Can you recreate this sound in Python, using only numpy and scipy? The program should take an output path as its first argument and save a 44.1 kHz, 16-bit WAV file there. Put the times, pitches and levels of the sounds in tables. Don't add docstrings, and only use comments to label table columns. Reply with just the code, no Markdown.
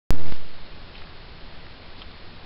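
import sys
import numpy as np
from scipy import signal
from scipy.fft import rfft, irfft
from scipy.io import wavfile

SR = 44100
rng = np.random.default_rng(int(sys.argv[2]) if len(sys.argv) > 2 else 0)


def persist_wave(psi):
    counts = np.round(np.clip(psi, -1, 1) * 32767).astype(np.int16)
    wavfile.write(sys.argv[1], SR, np.atleast_2d(counts).T)


N = 108045
TIME = np.arange(N) / SR
SWITCH_ON_S = .10592


def from_db(db):
    return 10 ** (np.asarray(db) / 20)


def resonate(x, hz, width_hz):
    radius = np.exp(-np.pi * width_hz / SR)
    section = [1, 0, -1, 1, -2 * radius * np.cos(2 * np.pi * hz / SR), radius ** 2]
    band = signal.sosfilt([section, section], x)
    return band / np.sqrt(np.mean(band ** 2) + 1e-20)


def decay(start_s, decay_s):
    return (TIME >= start_s) * np.exp(-np.maximum(TIME - start_s, 0) / decay_s)


def damped_sine(start_s, level_db, pitch_hz, decay_s):
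    return from_db(level_db) * decay(start_s, decay_s) * np.sin(2 * np.pi * pitch_hz * (TIME - start_s))


def wander(points):
    return np.interp(np.arange(N), np.linspace(0, N, points), rng.standard_normal(points))


# freq_hz, density_db_per_hz
NOISE_FLOOR = [(10, -52), (22, -58), (40, -67), (80, -68.5), (120, -74), (220, -76.5), (400, -78.5),
               (800, -81.5), (1300, -83.5), (3000, -85.5), (4300, -85.5), (5200, -92)]

def hiss_and_rumble(wake_from_db=-19, wake_s=.18):
    freq_hz, density_db = np.transpose(NOISE_FLOOR)
    bins_hz = np.maximum(np.arange(N // 2 + 1) * SR / N, 1)
    colour = from_db(np.interp(np.log(bins_hz), np.log(freq_hz), density_db)) * np.sqrt(SR / 2)
    noise = irfft(rfft(rng.standard_normal(N)) * colour, N)
    awake = np.clip((TIME - SWITCH_ON_S) / wake_s, 0, 1)
    return from_db(wake_from_db * (1 - awake ** 2)) * noise


# pitch_hz, rms_db, waver_hz
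STEADY_TONES = [(163.2, -60, 4), (4283, -67.5, 1.5)]

def hum_and_whine():
    out = np.zeros(N)
    for pitch_hz, rms_db, waver_hz in STEADY_TONES:
        phase = 2 * np.pi * np.cumsum(pitch_hz + waver_hz * wander(points=40)) / SR
        out += from_db(rms_db) * np.sqrt(2) * np.sin(phase)
    return out


# start_s, level_db, pitch_hz, decay_s
BODY_BUMPS = [(0.128, -25.5, 70.2, 0.011), (.135, -26, 249, 0.011), (.1475, -29, 480, .003),
              (0.403, -40, 130, 0.011), (.737, -40, 172, .012), (1.317, -38.5, 110, 0.015),
              (1.735, -39, 55, .025), (1.981, -38.5, 270, 0.0066), (2.06, -38.5, 69.3, 0.021)]

def body_bumps():
    return -sum(damped_sine(*bump) for bump in BODY_BUMPS)


# centre_s, half_length_s, level_db, centre_hz
FINGER_RUBS = [(.98, .04, -47.5, 2800), (1.995, .028, -48, 3500)]

def finger_rubs(width_hz=2800, grain_db=3):
    out = np.zeros(N)
    for centre_s, half_length_s, level_db, centre_hz in FINGER_RUBS:
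        grains = rng.standard_normal(N) * from_db(grain_db * wander(points=900))
        swell = np.exp(-((TIME - centre_s) / half_length_s) ** 2)
        out += from_db(level_db) * swell * resonate(grains, centre_hz, width_hz)
    return out


# start_s, level_db, pitch_hz, decay_s
CASING_TICKS = [(.9505, -36, 2500, 0.0062), (1.0185, -38, 1800, .004), (1.038, -42, 2450, .003),
                (1.0699, -39.5, 1500, 0.0024), (1.666, -37.5, 1100, 0.0022), (2.018, -28, 3000, 0.0021),
                (2.024, -35, 2850, .0025), (2.116, -39, 4000, 0.0018)]

def casing_ticks(width_hz=1000, body_hz=1350, body_db=-5.5, rise_s=.00048):
    out = np.zeros(N)
    for start_s, level_db, pitch_hz, decay_s in CASING_TICKS:
        scrape = rng.standard_normal(N)
        ring = resonate(scrape, pitch_hz, width_hz)
        body = from_db(body_db) * resonate(scrape, body_hz, width_hz)
        envelope = decay(start_s, decay_s) * (1 - decay(start_s, rise_s))
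        out += from_db(level_db) * envelope * (ring + body)
    return out


def input_bias(offset=.45, flutter_depth=.056, period_s=.01215, release_s=.298, drain_s=.115):
    cycles = np.arange(-1, 30)
    jitter = .08 * rng.standard_normal(len(cycles))
    resets_s = .1118 + period_s * (cycles + jitter)
    sawtooth = .5 - np.interp(TIME, resets_s, cycles) % 1
    held = offset + flutter_depth * sawtooth
    draining = offset * decay(release_s, drain_s)
    snap = from_db(-18) * decay(start_s=.3232, decay_s=.0026)
    return np.where(TIME < release_s, held, draining) - snap


def grit(x, threshold=.25, step=.0156, hold_samples=4):
    stepped = np.round(x[:, ::hold_samples] / step) * step
    stairs = np.repeat(stepped, hold_samples, axis=1)[:, :N]
    return np.where(x > threshold, stairs, x)


def switch_on_pop(x):
    ring = damped_sine(SWITCH_ON_S, level_db=-25, pitch_hz=4900, decay_s=.0003)
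    return x * (TIME >= SWITCH_ON_S) + ring


def scene():
    return (hiss_and_rumble() + hum_and_whine() + casing_ticks() + finger_rubs() + body_bumps())[None]


def record(dry):
    input_top_hz, output_top_hz = 5250, 16300
    input_lowpass = signal.ellip(8, .3, 70, input_top_hz, fs=SR, output="sos")
    output_lowpass = signal.ellip(10, .1, 80, output_top_hz, fs=SR, output="sos")
    narrow = signal.sosfilt(input_lowpass, grit(dry + input_bias()))
    return signal.sosfilt(output_lowpass, switch_on_pop(narrow))


dry = scene()
out = record(dry)
persist_wave(out)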